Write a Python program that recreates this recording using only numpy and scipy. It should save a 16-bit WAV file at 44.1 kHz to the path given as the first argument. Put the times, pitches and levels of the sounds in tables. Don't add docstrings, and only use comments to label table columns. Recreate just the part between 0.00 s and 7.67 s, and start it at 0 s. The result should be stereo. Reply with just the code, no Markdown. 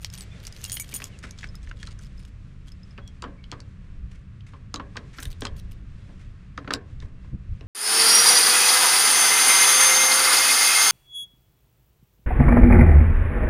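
import sys
import numpy as np
from scipy import signal
from scipy.fft import rfft, irfft, next_fast_len
from scipy.io import wavfile
from scipy.ndimage import uniform_filter1d

SR = 44100
rng = np.random.default_rng(int(sys.argv[2]) if len(sys.argv) > 2 else 0)


def wav_record(signal):
    frames = np.transpose(np.atleast_2d(signal))
    bounded = np.clip(frames, -1, 1)
    quanta = np.round(bounded * 32767).astype(np.int16)
    wavfile.write(sys.argv[1], SR, quanta)


N = 338247
CONTACT_S = 0.00054


def undb(db):
    return 10 ** (np.asarray(db) / 20)


def level(x, db):
    return x * undb(db) / np.sqrt(np.mean(x ** 2))


def peak(x, db):
    return x * undb(db) / np.max(np.abs(x))


def decay(t, t60):
    return np.exp(-np.log(1000) * t / t60)


def low(x, hz, order=4):
    return signal.sosfilt(signal.butter(order, min(hz, .45 * SR), fs=SR, output="sos"), x)


def band(x, hz, width):
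    return signal.lfilter(*signal.iirpeak(min(hz, .45 * SR), hz / width, fs=SR), x)


def curve(table):
    s, *columns = np.transpose(table)
    return [np.interp(np.arange(N) / SR, s, column) for column in columns]


def on_bins(table, size):
    hz, values = np.transpose(table)
    bin_hz = np.maximum(np.arange(size // 2 + 1) * SR / size, 1)
    return np.interp(np.log(bin_hz), np.log(hz), values)


def walk(rate):
    hold = int(SR / rate)
    steps = np.repeat(rng.standard_normal(N // hold + 1), hold)
    return 1.3 * uniform_filter1d(uniform_filter1d(steps, hold), hold)[:N]


def widen(mid, side):
    return np.array([mid + side / 2, mid - side / 2])


def add(out, s, sound, db, pan_db):
    i = int(s * SR)
    sides = undb([[pan_db / 2], [-pan_db / 2]])
    out[:, i:i + sound.shape[-1]] += peak(sound, db)[..., :out.shape[1] - i] * sides


# frequency in Hz, relative level in dB.
STREET_COLOUR = [(30, -6.5), (70, -5), (186, -16.5), (336, -33), (834, -50.5), (1100, -38), (2430, -43.5),
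                 (2660, -41.5), (3040, -49), (7390, -69.5), (16000, -90)]
# frequency in Hz, likeness from 0 to 1.
STREET_LIKENESS = [(40, 0.9), (100, 1), (200, 0.91), (700, 0.8), (3000, 0.07), (8000, 0.1)]


def street():
    size = next_fast_len(N)
    like = np.clip(on_bins(STREET_LIKENESS, size), 0, 1)
    spectra = rfft(rng.standard_normal((2, size))) * undb(on_bins(STREET_COLOUR, size))
    mid, side = spectra * np.sqrt([1 + like, 1 - like])
    noise = irfft(np.array([mid + side, mid - side]), size)[:, :N]
    return level(noise, -42.5) * undb(0.37 * walk(1.0))


# centre in Hz, filter width in Hz, level in dB.
MOTOR_LINES = [(102, 18.2, -50), (133.3, 10, -53.5), (185.5, 9, -56)]


def motor():
    return sum(level(band(band(rng.standard_normal(N), hz, width), hz, width), db)
               for hz, width, db in MOTOR_LINES)


# start and length in seconds, first and last pitch in Hz, peak in dB before shimmer.
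CHIRPS = [(0.29, 0.1, 3470, 3480, -65), (0.305, 0.075, 2500, 2050, -63), (0.365, 0.04, 2900, 2300, -64),
          (0.835, 0.09, 3300, 2650, -60), (1.085, 0.06, 2450, 2000, -60), (1.108, 0.07, 3200, 2280, -60),
          (1.3, 0.06, 2300, 2250, -61), (2.99, 0.14, 3350, 3250, -62), (3.35, 0.14, 2320, 2150, -66)]


def bird():
    out = np.zeros((2, N))
    shimmer, wobble = undb(5.0 * walk(90)), 1 + .015 * walk(150)
    for s, length_s, start_hz, end_hz, db in CHIRPS:
        size = int(length_s * SR)
        hz = np.linspace(start_hz, end_hz, size) * wobble[int(s * SR):][:size]
        whistle = np.sin(2 * np.pi * np.cumsum(hz) / SR)
        add(out, s, signal.windows.tukey(size, .6) * whistle, db, 0)
    out *= shimmer
    return out + np.roll(out, 500)[::-1] / 2


# time in seconds, level in dB, left minus right in dB.
WIND = [(0.0, -55, 11), (0.6, -49.5, 17), (1.41, -57, 8), (1.5, -37, -1), (2.3, -40, 6), (3.0, -44.5, 4),
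        (3.76, -45, 2), (3.97, -39, -17.5), (4.29, -54, 11.5), (5.11, -49, 2), (5.4, -38, -2),
        (5.64, -33.5, 4.5), (6.71, -51.5, 7.5), (6.94, -33.5, -6.5), (7.67, -41, -0.5)]
# start and length in seconds, cutoff in Hz, peak in dB,
# left minus right in dB.
BUFFETS = [(3.94, 0.18, 85, -27, -12), (5.249, 0.071, 74, -28, -23.5), (5.499, 0.064, 79, -26.5, 15),
           (7.018, 0.053, 119, -32.5, -23), (7.307, 0.07, 194, -28.5, -26.5), (7.453, .12, 81, -24.5, -12)]


def wind():
    air = rng.standard_normal((3, N))
    push = level(low(air[:2] + 0.36 * air[2], 49, order=2), 0)
    level_db, pan_db = curve(WIND)
    out = push * undb(level_db + np.array([pan_db, -pan_db]) / 2)
    for s, length_s, top_hz, db, pan_db in BUFFETS:
        eddy = low(rng.standard_normal(int(length_s * SR)), top_hz)
        add(out, s, np.hanning(len(eddy)) * eddy, db, pan_db)
    return out


ECHO_LAGS = np.array([37, 113, 229, 71])


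def truck_echo(near):
    responses = []
    for extra_lag in (0, 14):
        response = signal.unit_impulse(2048)
        for lag in ECHO_LAGS:
            loop = np.r_[1, np.zeros(int(lag) + extra_lag - 1), -.5]
            response = signal.lfilter(loop[::-1], loop, response)
        responses.append(response)
    echo = band(np.array(responses), 4200, 7000) * undb(-9.5)
    return signal.fftconvolve(near, echo, axes=1)[:, :N]


# time in seconds, level in dB.
RUSTLE = [(0.0, -60.5), (0.34, -53.5), (0.83, -56.5), (1.0, -55.5), (2.16, -62.5), (4.49, -66),
          (5.28, -58.5), (7.07, -66.5), (7.67, -63.5)]
# centre in Hz, width in Hz, gain in dB.
RUSTLE_COLOUR = [(440, 320, 20), (1740, 1080, 15), (3200, 600, 0), (7550, 4000, -23.5)]


def gloves():
    rub = rng.standard_normal((2, N)) * undb(1.8 * walk(15))
    rub = low(widen(*rub), 9600)
    cloth = sum(undb(db) * band(rub, hz, width) for hz, width, db in RUSTLE_COLOUR)
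    return level(cloth, 0) * undb(curve(RUSTLE)[0])


# start and 60 dB fade time in seconds, starting level in dB.
SCRAPES = [(1.228, 0.26, -41.5), (4.113, 0.3, -55), (4.466, 0.38, -54.5), (5.131, 0.55, -51),
           (6.194, 0.3, -56), (7.0, 0.58, -59)]
# centre in Hz, width in Hz, gain in dB.
SCRAPE_COLOUR = [(1910, 950, 12.5), (5100, 570, -18), (3500, 6000, -5)]


def scrapes():
    t = np.arange(N) / SR
    grit = rng.standard_normal(N) * undb(3 * walk(200))
    hollow = sum(undb(db) * band(grit, hz, width) for hz, width, db in SCRAPE_COLOUR)
    fades = sum((t >= s) * undb(db) * decay(np.maximum(t - s, 0), t60) for s, t60, db in SCRAPES)
    return level(low(hollow, 9500), 0) * fades


# start in seconds, peak in dB, centre in Hz, 60 dB decay time in seconds,
# rack thud in dB relative to the clack.
KNOCKS = [(0.928, -31.5, 2440, 0.059, -8.5), (1.001, -30.5, 1690, 0.02, -14), (1.019, -37, 1060, 0.2, -7),
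          (1.239, -28.5, 1460, 0.079, -8), (1.43, -27.5, 1800, 0.067, -43),
          (1.441, -23.5, 1830, 0.034, -20), (1.545, -42, 1460, 0.035, -26),
          (1.672, -36.5, 1780, 0.038, -19), (1.713, -27, 1620, 0.0083, -22.5),
          (1.829, -32, 1620, 0.03, -17.5), (1.875, -38.5, 1300, 0.12, -11), (1.993, -42, 1420, 0.072, -25),
          (2.982, -31, 1300, 0.078, -3.5), (3.225, -28, 1200, 0.037, -11.5), (3.239, -24, 1120, 0.11, -6.5),
          (3.522, -26, 1197, 0.088, -6.5), (3.592, -41.5, 1060, 0.089, 1), (4.535, -38, 1060, 0.1, -5.5),
          (4.741, -23, 1180, 0.051, -8), (4.759, -31.5, 1140, 0.24, -1.5), (4.797, -23, 1160, 0.054, -7),
          (4.956, -31.5, 1164, 0.16, -7), (4.971, -20, 1690, 0.023, -15), (5.184, -28.5, 1575, 0.095, -10),
          (5.225, -35.5, 1590, 0.094, -7.5), (5.253, -35.5, 1810, 0.056, -6), (5.42, -23.5, 1080, 0.051, 5),
          (5.45, -24, 1210, 0.071, -7), (6.092, -44.5, 780, 0.043, 9), (6.577, -19, 1250, 0.048, -11.5),
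          (6.645, -38, 1240, 0.042, -5), (6.675, -26, 1367, 0.051, -4), (6.706, -14, 1430, 0.033, -9.5),
          (6.72, -21, 1290, 0.1, -10), (6.737, -25.5, 1553, 0.15, -8.5), (7.023, -37, 1880, 0.042, -5),
          (7.245, -45, 1156, .051, 1), (7.61, -39.5, 690, 0.041, 11)]
# centre in Hz, width in Hz, gain in dB.
RACK_MODES = [(277, 81, 8.5), (395.5, 164, 3.5), (551, 15, 0.5), (1080, 82, 0.5), (1276, 360, -11),
              (1572, 160, -6.5)]


def lock_knocks():
    out, t = np.zeros((2, N)), np.arange(8192) / SR
    push = rng.standard_normal((len(KNOCKS), 2, len(t))) * (1 - np.exp(-t / CONTACT_S))
    shake = push[:, 1] * (decay(t, 0.35) + 1.31 * decay(t, 0.034))
    rack = sum(undb(db) * band(band(shake, hz, width), hz, 3 * width) for hz, width, db in RACK_MODES)
    for (s, db, hz, t60, thud_db), blow, buzz in zip(KNOCKS, push[:, 0], rack):
        width = min(0.25 * hz, 25 / t60)
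        clack = band(blow * (decay(t, t60) + decay(t, 0.012)), hz, width)
        add(out, s, peak(low(clack, 3.7 * hz), 0) + peak(buzz, thud_db), db, pan_db=2.2)
    return out


# start in seconds, peak in dB.
FOB_TAPS = [(1.489, -41), (1.555, -39), (2.055, -49), (2.18, -47), (2.719, -43), (2.833, -44),
            (2.909, -48.5)]
FOB_HZ = 5130


def fob():
    out, t = np.zeros((2, N)), np.arange(4096) / SR
    for s, db in FOB_TAPS:
        add(out, s, decay(t, 0.031) * np.sin(2 * np.pi * FOB_HZ * t), db, pan_db=-1.2)
    return out


# start and end in seconds, top octave of a contact in relative dB.
LOOSE_SPELLS = [(0, 1.1, -16.5), (1.45, 1.6, -10.5), (1.96, 2.95, -26.5), (5.19, 5.415, -10.5),
                (5.55, 5.8, -6.5), (6.73, 6.74, -20.5)]
GRIPPED_DB = -35


def brightness_db(s):
    return next((db for start, end, db in LOOSE_SPELLS if start <= s < end), GRIPPED_DB)


# frequency in Hz, relative level in dB, 60 dB decay in seconds before scaling.
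KEY_MODES = [(2900, -22, 0.12), (3278, -22, 0.12), (4592, -26, 0.15), (6164, -19, 0.3), (6810, -2, 0.085),
             (7890, -11, 0.2), (8716, -5, 0.14), (9068, -9, 0.2), (9335, 0, 0.09), (9595, -9, 0.16),
             (11235, -3, 0.077), (12000, -5, 0.12), (12290, -15, 0.15), (12760, -9, 0.093),
             (13150, -6, 0.07), (13420, -3, 0.05), (14130, -14, 0.094), (14500, -17, 0.14),
             (14930, -4, 0.09)]
BEAM_DB = 5.5


def struck_key(t, scatter_db, t60_scale):
    hz, db, t60 = np.transpose(KEY_MODES)[:, :, None]
    share, tuning, *beam = rng.standard_normal((4, len(KEY_MODES), 1))
    gain = undb(db + scatter_db * share + BEAM_DB * np.array(beam))
    partials = decay(t, t60_scale * t60) * np.sin(2 * np.pi * hz * (1 + tuning / 700) * t)
    return gain[:, :, 0] @ partials


# start and length in seconds, level in dB.
FLURRIES = [(0, 0.088, -52), (0.107, 0.15, -48), (0.423, 0.067, -48.5), (0.511, 0.4, -49.5),
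            (0.873, 0.23, -45.5), (1.37, 0.12, -50), (1.607, 0.11, -58.5), (1.757, 0.2, -51),
            (1.985, 0.1, -57), (2.158, 0.15, -59.5), (2.653, 0.077, -55), (5.149, 0.2, -53),
            (5.393, 0.094, -50.5), (5.559, 0.047, -53.5), (5.707, 0.034, -55)]
CONTACTS_PER_S, PATTER_HZ, PATTER_HZ_PER_DB = 420, 16500, 235


def key_patter():
    out = np.zeros((2, N))
    contacts = (rng.random(N) < CONTACTS_PER_S / SR) * undb(3.8 * rng.exponential(size=N))
    bursts = signal.fftconvolve(contacts, decay(np.arange(1024) / SR, .009))[:N]
    patter = rng.standard_normal((2, N)) * (bursts + 0.2 * np.mean(bursts))
    patter = low(widen(*patter), 15000, order=8)
    pitches = [mode[0] for mode in KEY_MODES] + [FOB_HZ]
    chime = sum(band(patter * undb(6.0 * walk(30)), hz, 60) for hz in pitches)
    keys = level(band(patter, 3300, 5300), 0) + level(chime, -4.5) + level(band(patter, 13500, 3600), -6)
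    for s, length_s, db in FLURRIES:
        top_hz = PATTER_HZ + PATTER_HZ_PER_DB * brightness_db(s + length_s / 2)
        start, end = int(s * SR), int((s + length_s) * SR)
        flurry = level(low(keys[:, start:end], top_hz), db)
        out[:, start:end] += signal.windows.tukey(end - start, .4) * flurry
    return out


# start in seconds, peak of the bunch in dB, seconds until gripped,
# then pitch in Hz and peak in dB of the key struck squarest.
RINGS = [(0.178, -56, 0.038, 9060, -39), (.207, -57, 0.022, 8010, -40.5), (0.638, -29.5, 0.032, 2814, -38),
         (0.678, -34.5, 0.045, 3210, -46), (0.719, -15, 0.075, 9350, -28.5), (0.717, -45, 0.031, 3280, -37),
         (0.798, -16.5, 0.026, 2265, -32.5), (0.94, -13, 0.051, 6220, -39.5),
         (0.955, -24.5, 0.025, 3300, -46.5), (5.202, -36, 0.05, 6150, -44), (5.274, -46, 0.012, 9335, -57)]


def key_rings():
    out, t = np.zeros((2, N)), np.arange(6144) / SR
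    chatter = undb(2 * walk(500))
    for s, db, free_s, hz, own_db in RINGS:
        bunch = np.zeros((2, len(t)))
        for delay_s in np.append(0, rng.uniform(0, free_s / 2, size=6)):
            add(bunch, delay_s, struck_key(t, scatter_db=4, t60_scale=0.8), db=-200 * delay_s, pan_db=0)
        grip = decay(np.maximum(t - free_s, 0), 0.022) * chatter[int(s * SR):][:len(t)]
        pan_db = -1.5 + 1.515 * rng.standard_normal()
        add(out, s, grip * bunch, db, pan_db)
        add(out, s, grip * decay(t, 0.18) * np.sin(2 * np.pi * hz * t), own_db, pan_db)
    return out


# start in seconds, peak in dB, ping in Hz.
TICKS = [(0.0462, -14.5, 4770), (0.1005, -34.5, 5200), (0.138, -26.5, 6000), (0.177, -28, 4280),
         (0.2078, -26.5, 4600), (0.401, -38, 4040), (0.451, -29, 4630), (0.4686, -21, 5480),
         (0.525, -31.5, 5100), (0.564, -33, 4540), (.615, -35.5, 6000), (0.641, -16.5, 7000),
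         (0.65, -22, 4700), (.66, -29, 5150), (0.6972, -21.5, 4620), (0.708, -31, 6450),
         (0.7185, -20.5, 6940), (.729, -19, 8880), (0.7693, -18, 3040), (0.798, -17.5, 7020),
         (0.84, -47, 4100), (0.8797, -42, 7800), (0.9415, -22, 8500), (.953, -21, 9500),
         (1.019, -25.5, 2720), (1.041, -18, 7100), (1.1888, -33.5, 6660), (1.309, -28.5, 5950),
         (1.3872, -33, 4300), (1.5535, -32.5, 4900), (1.829, -29, 5050), (1.8712, -29, 4130),
         (1.99, -36.5, 6260), (2.978, -33, 2330), (3.0766, -36, 5560), (3.222, -28, 4530),
         (3.2403, -32, 3340), (3.4401, -36.5, 3030), (3.5157, -22.5, 4220), (3.603, -32.5, 4650),
         (4.407, -43, 3210), (4.7415, -17, 4300), (4.759, -22, 3960), (4.968, -25, 4280),
         (5.1852, -31, 4050), (5.202, -33, 6600), (5.227, -24.5, 3460), (5.231, -22.5, 5900),
         (5.254, -23, 3680), (5.3155, -36, 4560), (5.328, -34, 3720), (5.408, -30.5, 8100),
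         (5.4198, -23.5, 3440), (5.452, -19.5, 4080), (5.468, -24, 3200), (5.5975, -34.5, 3950),
         (6.576, -31, 3980), (6.6777, -29, 2390), (6.709, -24, 3930), (6.73, -29, 4060), (6.7366, -7, 4000),
         (7.002, -39.5, 3730), (7.6092, -36.5, 2740)]


def key_ticks():
    out, t = np.zeros((2, N)), np.arange(1024) / SR
    for s, db, hz in TICKS:
        push = rng.standard_normal((3, len(t))) * (1 - np.exp(-t / CONTACT_S))
        edge_db, pan_db = rng.normal(brightness_db(s), 1.5), rng.normal(-.6, 1.9)
        ping = band(push[0] * decay(t, .012), hz, hz / 18)
        crack = band(push[1] * decay(t, 0.006), hz, 0.77 * hz)
        edge = band(band(push[2] * decay(t, 0.0045), 12000, 5000), 12000, 5000)
        key = struck_key(t, scatter_db=3.5, t60_scale=0.15)
        ping_db = -5 - (db + 38) / 6
        body = low(peak(ping, ping_db) + peak(crack, 0), 1.83 * hz)
        add(out, s, body + peak(edge, edge_db) + peak(key, edge_db + 11.5), db, pan_db)
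    return out


# frequency in Hz, phase of the left port in radians.
PORT_PHASE = [(250, -.4), (800, -.8), (4000, -1.0), (8000, -.9), (14000, -1.3)]


def scene():
    near = key_ticks() + key_rings() + lock_knocks() + fob()
    near = near + truck_echo(near) + gloves() + key_patter() + scrapes()
    size = next_fast_len(N)
    left_lag = np.exp(1j * on_bins(PORT_PHASE, size))
    near[0] = irfft(rfft(near[0], size) * left_lag, size)[:N]
    return near + wind() + motor() + bird() + street()


def record(dry):
    bass_cut = signal.butter(2, 16, "highpass", fs=SR, output="sos")
    top_cut = signal.ellip(8, .2, 70, 16300, fs=SR, output="sos")
    drooped = low(signal.sosfilt(bass_cut, dry), 13500, order=2)
    return signal.sosfilt(top_cut, drooped)


dry = scene()
out = record(dry)
wav_record(out)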